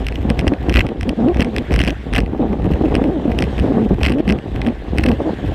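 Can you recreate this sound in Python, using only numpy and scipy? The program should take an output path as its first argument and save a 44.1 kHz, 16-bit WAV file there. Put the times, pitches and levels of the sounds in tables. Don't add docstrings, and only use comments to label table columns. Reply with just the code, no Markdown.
import sys
import numpy as np
from scipy import signal
from scipy.io import wavfile
from scipy.ndimage import uniform_filter1d

SR = 44100
rng = np.random.default_rng(int(sys.argv[2]) if len(sys.argv) > 2 else 0)


def output_pcm(signal):
    pcm = np.clip(np.atleast_2d(signal).T, -1, 1) * 32767
    wavfile.write(sys.argv[1], SR, np.round(pcm).astype(np.int16))


def nominal_scale(level):
    x = np.asarray(level, float) / 20
    return 10 ** x


N = 244314

# time_s, level_db
BENDING = [(0.0, -23), (0.299, -22), (0.369, -22.5), (0.399, -14.5), (0.439, -38), (0.479, -12),
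           (0.524, -42), (0.624, -19), (0.659, -34), (0.693, -17.5), (0.778, -14), (0.943, -40),
           (1.008, -23.5), (1.152, -34.5), (1.397, -20.5), (1.512, -30), (1.576, -19.5), (1.676, -30),
           (1.716, -14), (1.791, -19), (2.05, -35.5), (2.17, -17), (2.29, -28), (2.514, -25), (2.559, -33),
           (2.639, -16), (2.694, -24), (2.729, -14.5), (2.794, -32.5), (2.814, -19), (2.903, -23),
           (2.923, -24), (2.958, -22.5), (3.193, -30.5), (3.307, -19.5), (3.362, -23), (3.422, -16),
           (3.517, -30), (3.602, -20), (3.786, -27), (3.881, -20.5), (3.951, -19.5), (3.971, -26),
           (3.996, -18), (4.071, -18.5), (4.141, -19), (4.185, -38), (4.25, -28), (4.31, -21.5),
           (4.39, -43), (4.47, -28), (4.535, -21), (4.62, -26), (4.849, -31.5), (4.984, -20), (5.019, -20),
           (5.118, -19.5), (5.228, -33.5), (5.293, -36), (5.423, -26.5), (5.473, -20), (5.537, -22)]
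# start_s, peak_db, treble_db (relative to the peak)
KNOCKS = [(0.0677, -11.5, -11.5), (0.086, -11, -13), (0.124, -19, -17), (0.1575, -15.5, -18),
          (0.3019, -10, -9), (0.3055, -13.5, -23), (0.3926, -7, -11), (0.4021, -18, -12),
          (0.4111, -19.5, -16), (0.4793, -4.5, -13), (0.4824, -13, -9), (0.6962, -7, -12),
          (0.702, -15, -20), (0.7257, -13, -17), (0.7416, -5.5, -13), (0.7528, -7, -20), (0.759, -5, -31),
          (0.7596, -5, -22), (0.7705, -0.5, -36), (0.7756, -9, -31), (0.779, -22, 2), (0.7891, -7, -24),
          (0.7931, -1.5, -24), (0.807, -2.5, -39), (0.8123, -8, -27), (0.8672, -17, -13),
          (1.011, -13, -9.5), (1.0313, -15.5, -11), (1.0933, -10.5, -10), (1.3455, -17, -16),
          (1.371, -16, -16), (1.3967, -16, -23), (1.3985, -8.5, -19), (1.4069, -4.5, -12),
          (1.4175, -14, -15), (1.421, -9, -31), (1.426, -12, -9), (1.447, -14.5, -12), (1.5644, -8.5, -11),
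          (1.5838, -7.5, -11.5), (1.709, -17, -26), (1.7235, -14, -14), (1.73, -18, -8),
          (1.7405, -5.5, -11), (1.762, -9, -10), (1.7919, -5, -12), (1.8022, -7.5, -20), (1.806, -4, -30),
          (1.8164, -5.5, -14), (1.8297, -20, -17), (1.8383, -9.5, -12), (1.8492, -13, -10),
          (1.86, -15, -20), (1.868, -17, -11), (1.877, -3.5, -24), (1.8812, -7.5, -21), (1.885, -14, -10),
          (1.895, -14, -20), (1.9059, -13, -12.5), (2.1364, -9.5, -10), (2.1453, -25, -11),
          (2.149, -9, -25), (2.1534, -9.5, -9), (2.1625, -2.5, -19), (2.1659, -9, -28), (2.1697, -11, -14),
          (2.1816, -9, -9), (2.1855, -5.5, -33), (2.1901, -12, -13), (2.2042, -14, -12),
          (2.9533, -4, -11.5), (2.9642, -16, -16), (3.3184, -15, -20), (3.3865, -23, -19),
          (3.389, -4.5, -12), (3.407, -19, -8), (3.424, -5.5, -13), (3.4401, -14.5, -14),
          (3.5814, -16, -18), (3.5916, -16, -24), (3.5983, -14, -12), (4.0331, -4, -11), (4.0365, -21, -21),
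          (4.044, -12, -15), (4.0471, -10, -27), (4.052, -5, -14), (4.0564, -16, -18), (4.0632, -1.5, -20),
          (4.067, -15, -27), (4.0703, -15, -5), (4.0969, -15, -11), (4.1, -26, -28), (4.104, -18.5, -13),
          (4.1199, -16, -25), (4.1232, -16, -9.5), (4.279, -10.5, -19), (4.2917, -11.5, -11),
          (4.2995, -8.5, -25), (4.307, -10.5, -12), (4.3241, -9, -13), (4.6169, -13, -15.5),
          (4.6655, -11.5, -26), (4.6719, -17, -13), (4.9757, -19, -15), (4.9829, -20.5, -27),
          (4.9847, -3, -13), (4.9966, -15, -32), (5.037, -11, -21), (5.0395, -5.5, -11.5), (5.06, -20, -16),
          (5.0635, -10, -11), (5.091, -14.5, -13), (5.1165, -14, -17)]
# start_s, peak_db
MORE_KNOCKS = [(0.2949, -24), (0.469, -13), (0.537, -17.5), (0.69, -24), (0.8152, -24), (0.89, -18),
               (1.0914, -25), (1.2854, -17.5), (1.3884, -26), (1.72, -24), (1.7524, -19), (1.7814, -25),
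               (1.875, -24), (1.8997, -25), (2.1289, -18), (2.2618, -24), (2.5304, -22), (2.736, -21),
               (2.857, -22.5), (2.9439, -18), (3.0368, -40), (3.0408, -16.5), (3.4205, -32), (3.4274, -28),
               (4.0124, -17.5), (4.0825, -15), (4.0851, -11), (4.0877, -20), (4.138, -22), (4.1854, -23),
               (4.2765, -27), (4.2872, -19), (4.388, -21), (4.5614, -18), (4.649, -23), (4.6858, -17),
               (5.0105, -20), (5.0876, -8)]
# start_s, end_s, rate_per_s, peak_db
CHATTER = (4.1885, 4.21, 300, -27)
# pitch_hz, width_hz, level_db
SHELL_MODES = [(1090, 290, -9.5), (1640, 210, -4.5), (1988, 210, 0), (2584, 270, 1.5), (3050, 350, -4),
               (4120, 400, -12.5)]
# pitch_hz, width_hz, level_db
LATCH_MODES = [(5180, 780, -7.5), (8400, 700, -16.5), (9940, 560, -25), (12900, 3900, -16)]
# time_s, level_db, slip_rate_hz
GROANS = [
    [(0.424, -14, 192), (0.454, -25, 278.4), (0.504, -24, 253), (0.534, -12.5, 285), (0.544, -37, 301)],
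    [(1.063, -21, 241), (1.093, -17, 243.4), (1.122, -28.5, 324), (1.137, -14, 280)],
    [(1.172, -19.5, 224.7), (1.252, -12.5, 234), (1.267, -7.5, 271), (1.282, -10.5, 326.7),
     (1.332, -20.5, 374)],
    [(1.432, -29, 207.3), (1.467, -17, 247), (1.522, -30, 206.4), (1.537, -19, 209.3), (1.586, -25, 279.5),
     (1.616, -12, 200)],
    [(1.881, -20, 232), (1.896, -26.5, 240), (1.931, -19.5, 346), (1.936, -39, 350)],
    [(2.395, -10.5, 296), (2.429, -19.5, 227), (2.439, -21, 345), (2.459, -24, 246)],
    [(2.494, -22, 242), (2.514, -13.5, 190), (2.539, -28, 192), (2.549, -18, 210)],
    [(2.834, -15, 303), (2.859, -10.5, 316), (2.868, -19, 240), (2.878, -15, 242)],
    [(2.993, -33, 225), (3.048, -14, 309.4), (3.083, -11.5, 255.4), (3.123, -23.5, 404.7),
     (3.173, -15.5, 267.3), (3.198, -21, 246)],
    [(3.253, -7, 303), (3.273, -27, 303), (3.283, -16, 218), (3.307, -16.5, 245)],
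    [(3.602, -14, 175.3), (3.662, -30, 310), (3.702, -13.5, 269.4), (3.712, -9, 286), (3.717, -21, 383.3)],
    [(3.737, -10, 215.4), (3.751, -16, 232), (3.806, -13.5, 231.4), (3.856, -15.5, 203), (3.871, -16, 270)],
    [(3.906, -4, 186), (3.916, -9.5, 189.3), (3.921, -7, 194), (3.946, -24, 192)],
    [(4.111, -15, 294), (4.121, -19, 239.4), (4.2, -15, 297.6), (4.21, -2, 320)],
    [(4.27, -16.5, 213.7), (4.305, -15, 181), (4.315, -13, 206.5), (4.365, -27, 220)],
    [(4.659, -18, 231.3), (4.669, -13, 244.5), (4.694, -14.5, 246), (4.719, -32, 289)],
    [(5.073, -7, 280), (5.123, -15, 204.7), (5.153, -25, 310), (5.158, -26, 339)],
    [(5.183, -32, 333), (5.213, -11, 300.3), (5.233, -27, 269), (5.263, -16.5, 328), (5.318, -23, 204)],
]
# multiple, level_db
SLIP_OVERTONES = [(1, 6.5), (2, -5), (3, -17), (4, -53), (5, -51)]
# start_s, peak_db, pitch_hz
ICE_LUMPS = [(0.202, -18, 250), (0.251, -2.5, 230), (0.288, -10, 239), (0.305, 3.5, 231),
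             (0.317, -4.5, 180), (0.375, -13, 322), (0.425, -3, 183), (0.444, 0, 272), (0.469, 0.5, 290),
             (0.52, 0.5, 286), (0.685, 1, 305), (0.711, -20, 202), (1.201, -15, 240), (1.361, -4, 272),
             (1.395, 2.5, 252), (1.419, 0.5, 217), (1.713, -7, 244), (1.776, -11, 203), (1.805, -1, 288),
             (1.835, -1.5, 181), (1.874, -2, 223), (2.215, -11, 179), (2.233, -3, 210), (2.629, -9, 191),
             (2.674, -0.5, 202), (2.716, 0.5, 181), (2.811, 0.5, 315), (2.966, -2, 288), (3.279, 1, 225),
             (3.41, -3.5, 210), (3.438, -5, 197.7), (3.642, -6, 223), (3.907, 3, 194), (3.984, -7, 347.5),
             (4.036, -14, 188), (4.604, -7.5, 288), (4.931, -12, 181), (4.994, -2.5, 313),
             (5.074, -17, 280), (5.447, -7.5, 267)]
# time_s, level_db
ROUGHNESS = [(0.0, -27), (0.075, -39.5), (0.135, -35), (0.234, -36), (0.244, -30), (0.294, -27),
             (0.404, -33), (0.439, -28), (0.499, -29), (0.529, -26.5), (0.584, -43.5), (0.698, -20),
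             (0.733, -35.5), (0.783, -26), (1.028, -38.5), (1.093, -27.5), (1.137, -41), (1.217, -23),
             (1.342, -34), (1.407, -26), (1.452, -29.5), (1.596, -32), (1.686, -42), (1.716, -25.5),
             (1.826, -35.5), (1.886, -26), (1.946, -39), (2.01, -44.5), (2.175, -26.5), (2.295, -32.5),
             (2.38, -33.5), (2.415, -20), (2.479, -32), (2.534, -23.5), (2.564, -33), (3.028, -24),
             (3.143, -33), (3.293, -26.5), (3.582, -31.5), (3.642, -22.5), (3.717, -27), (3.801, -21),
             (3.891, -38), (3.921, -22), (3.966, -43), (3.986, -31), (4.056, -26.5), (4.096, -26.5),
             (4.195, -31), (4.235, -38), (4.31, -22), (4.415, -40), (4.644, -31), (4.684, -23.5),
             (4.764, -44.5), (5.113, -22.5), (5.173, -40), (5.208, -28), (5.243, -35), (5.293, -25),
             (5.363, -37), (5.537, -31)]
# pitch_hz, width_hz, level_db
SKI_MODES = [(444, 113, 2.5), (691, 239, 4), (740, 138, 6), (947, 53, -13), (1083, 112, -13)]
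# time_s, level_db
HISS_LEVEL = [(0.0, -39.5), (0.51, -40), (0.69, -38.5), (0.96, -44), (1.08, -41), (1.48, -39),
              (1.73, -36.5), (2.05, -38), (2.2, -45.5), (2.5, -43), (2.93, -38), (3.32, -41), (3.55, -34.5),
              (3.84, -39), (4.2, -44), (4.29, -41), (4.89, -39), (5.12, -36.5), (5.54, -36.5)]
# pitch_hz, density_db (per Hz)
HISS_SPECTRUM = [(700, -15), (1100, -0.5), (1300, -12), (1600, 3), (2400, -7), (3400, -6.5), (4500, -18.5),
                 (6000, -25), (8500, -27.5), (10000, -36), (12500, -34), (15200, -53)]

CONTACT_S = 0.0007


def thrum(t):
    mode_hz = 58 * (1 + 0.06906 * drift(N, 3.96))
    turns = np.cumsum(mode_hz * (1 + 0.0904 * drift(N, 23.4))) / SR
    tone = np.sin(2 * np.pi * turns) + 0.23 * np.sin(4 * np.pi * turns + 1.15)
    buffet = resonate(rng.standard_normal(N), mode_hz, 60)
    buffet = resonate(buffet, mode_hz, 110)
    flutter_db = 1.5 * drift(N, 20)
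    level_db = curves(BENDING, t)[0] + flutter_db
    return nominal_scale(level_db) * (evened(tone) + 1.07 * evened(buffet))


def ring(modes, chance, hold, contact, t):
    wave = 0
    for (hz, width, db), (a, b) in zip(modes, chance):
        turns = hz * (1 + 0.04 * a) * (t - CONTACT_S) + 0.23 * b
        wave = wave + nominal_scale(db + 1.6 * a) * np.exp(-hold * width * t) * np.sin(2 * np.pi * turns)
    return contact * wave / abs(contact * wave).max()


def knock(peak_db, treble_db, chance):
    t = np.arange(500) / SR
    softness = np.clip(-(treble_db + 12) / 18, 0, 1)
    onset = 1 - np.exp(-(t / 0.0006) ** 2)
    contact = onset * (np.exp(-(t / 0.0012) ** 2) + 0.15 + 0.25 * softness)
    snap = np.exp(-((t - CONTACT_S) / 0.001) ** 2) + 0.22
    shell_count = len(SHELL_MODES)
    shell = ring(SHELL_MODES, chance[:shell_count], 1.26, contact, t)
    latch = ring(LATCH_MODES, chance[shell_count:], 2.4, contact, t)
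    return nominal_scale(peak_db) * (shell + nominal_scale(treble_db) * snap * latch)


def rattle(t):
    start, end, per_s, chatter_db = CHATTER
    touches = MORE_KNOCKS + [(s, chatter_db) for s in np.arange(start, end, 1 / per_s)]
    knocks = KNOCKS + [(s, peak_db, -21) for s, peak_db in touches]
    chances = rng.standard_normal((len(knocks), len(SHELL_MODES + LATCH_MODES), 2))
    out, shake = np.zeros(N), np.zeros(N)
    for (s, peak_db, treble_db), chance in zip(knocks, chances):
        add(out, s - CONTACT_S, knock(peak_db, treble_db, chance))
        add(shake, s - 0.007, nominal_scale(peak_db) * signal.windows.hann(500))
    scuff = nominal_scale(-19) * shake * evened(grains(2000, 3.7))
    buzz = nominal_scale(1.304 * curves(BENDING, t)[0] - 5) * evened(grains(120, 1.4))
    crunch = nominal_scale(1.65 * curves(ROUGHNESS, t)[0] - 2) * evened(grains(500, 3.2))
    shell = dull(body(scuff + buzz + crunch, SHELL_MODES), 5200)
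    latch_modes = [(hz, width, db + 0.5) for hz, width, db in LATCH_MODES]
    return out + shell + body(scuff + buzz / 4, latch_modes)


def groan(rows):
    t = np.arange(rows[0][0], rows[-1][0], 1 / SR)
    count = len(t)
    level_db, slip_hz = curves(rows, t)
    turns = np.cumsum(slip_hz * (1 + 0.057 * drift(count, 70.6))) / SR
    slips = sum(nominal_scale(db) * np.cos(k * (2 * np.pi * turns + 0.85)) for k, db in SLIP_OVERTONES)
    slips = slips * (1 + 0.25 * drift(count, 10.3) * np.cos(np.pi * turns))
    flutter_db = 1.6 * drift(count, 60)
    fade = signal.windows.tukey(count, 0.12)
    return t[0], -nominal_scale(level_db + flutter_db) * evened(slips) * fade


def lump(peak_db, hz):
    t = np.arange(2200) / SR
    swing = np.sin(2 * np.pi * hz * t) * np.exp(-t / 0.0043)
    sharp = 0.27 * np.sin(4.4 * np.pi * hz * t) * np.exp(-t / 0.0036)
    return -nominal_scale(peak_db - 1.5) * dull(swing + sharp, 1300)


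def scrape(t):
    crunch = body(grains(700, 3.9), SKI_MODES)
    bumps = grains(200, 1.86)
    low = resonate(resonate(bumps, 248, 250), 192, 270)
    low = low + 0.22 * resonate(bumps, 136, 69)
    groaning = sum((t > rows[0][0]) & (t < rows[-1][0]) for rows in GROANS)
    low_db = 8 - 1.83 * uniform_filter1d(1. * groaning, size=600)
    flutter_db = 2.5 * drift(N, 30)
    level_db = curves(ROUGHNESS, t)[0] + flutter_db
    return nominal_scale(level_db) * dull(evened(crunch) + nominal_scale(low_db) * evened(low), 1370)


def hiss():
    frames, hz = N // 64 + 5, np.fft.rfftfreq(256, 1 / SR)
    real, imaginary, patches = rng.standard_normal((frames, len(hz), 3)).T
    patches = uniform_filter1d(patches, 4, axis=0)
    patches = evened(uniform_filter1d(patches, 30, axis=1))
    flicker = evened(uniform_filter1d(rng.standard_normal(frames), 3))
    pitch_hz, density_db = np.transpose(HISS_SPECTRUM)
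    shape_db = np.interp(np.log(hz + 1), np.log(pitch_hz), density_db, left=-60, right=-90)
    spectra = (real + 1j * imaginary) * nominal_scale(shape_db[:, None] + 2 * patches + flicker)
    return evened(signal.istft(spectra, nperseg=256, noverlap=192)[1][:N])


def grains(per_s, spread_db):
    size = nominal_scale(spread_db * np.minimum(rng.exponential(1, N), 5))
    sign = rng.choice([-1, 1], N)
    return size * sign * (rng.random(N) < per_s / SR)


def drift(count, hz):
    low_pass = signal.butter(2, min(hz, 9000), fs=SR)
    return evened(signal.lfilter(*low_pass, rng.standard_normal(count)))


def resonate(x, hz, width):
    turn = np.exp(2j * np.pi * np.cumsum(hz * np.ones(len(x))) / SR)
    r = np.exp(-np.pi * width / SR)
    smooth = signal.lfilter([1 - r], [1, -r], x / turn + 1e-18)
    return 2 * (turn * smooth).real


def body(x, modes):
    return sum((-1) ** k * nominal_scale(db) * resonate(x, hz, width) for k, (hz, width, db) in enumerate(modes))


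def dull(x, hz):
    return signal.sosfilt(signal.butter(4, hz, fs=SR, output="sos"), x)


def evened(x):
    return x / np.sqrt(np.mean(x ** 2) + 1e-20)


def curves(rows, t):
    s, *columns = np.transpose(rows)
    return [np.interp(t, s, c) for c in columns]


def add(mix, s, sound):
    part = mix[round(s * SR):][:len(sound)]
    part += sound[:len(part)]


def scene():
    t = np.arange(N) / SR
    ski = thrum(t) + scrape(t)
    for rows in GROANS:
        add(ski, *groan(rows))
    for s, peak_db, hz in ICE_LUMPS:
        add(ski, s, lump(peak_db, hz))
    rough_db = 0.14 * (curves(ROUGHNESS, t)[0] + 32)
    hiss_db = curves(HISS_LEVEL, t)[0] + rough_db - 3
    return (ski + rattle(t) + nominal_scale(hiss_db) * hiss())[None]


def roll_off(x):
    return signal.sosfilt(signal.butter(12, 15850, fs=SR, output="sos"), x)


def record(dry):
    cut = signal.lfilter(*signal.butter(2, 30, "high", fs=SR), dry)
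    cut = signal.lfilter(*signal.butter(10, 15350, fs=SR), cut)
    limited = 0.97 * np.tanh(cut / 1.018)
    return roll_off(limited)


dry = scene()
out = record(dry)
output_pcm(out)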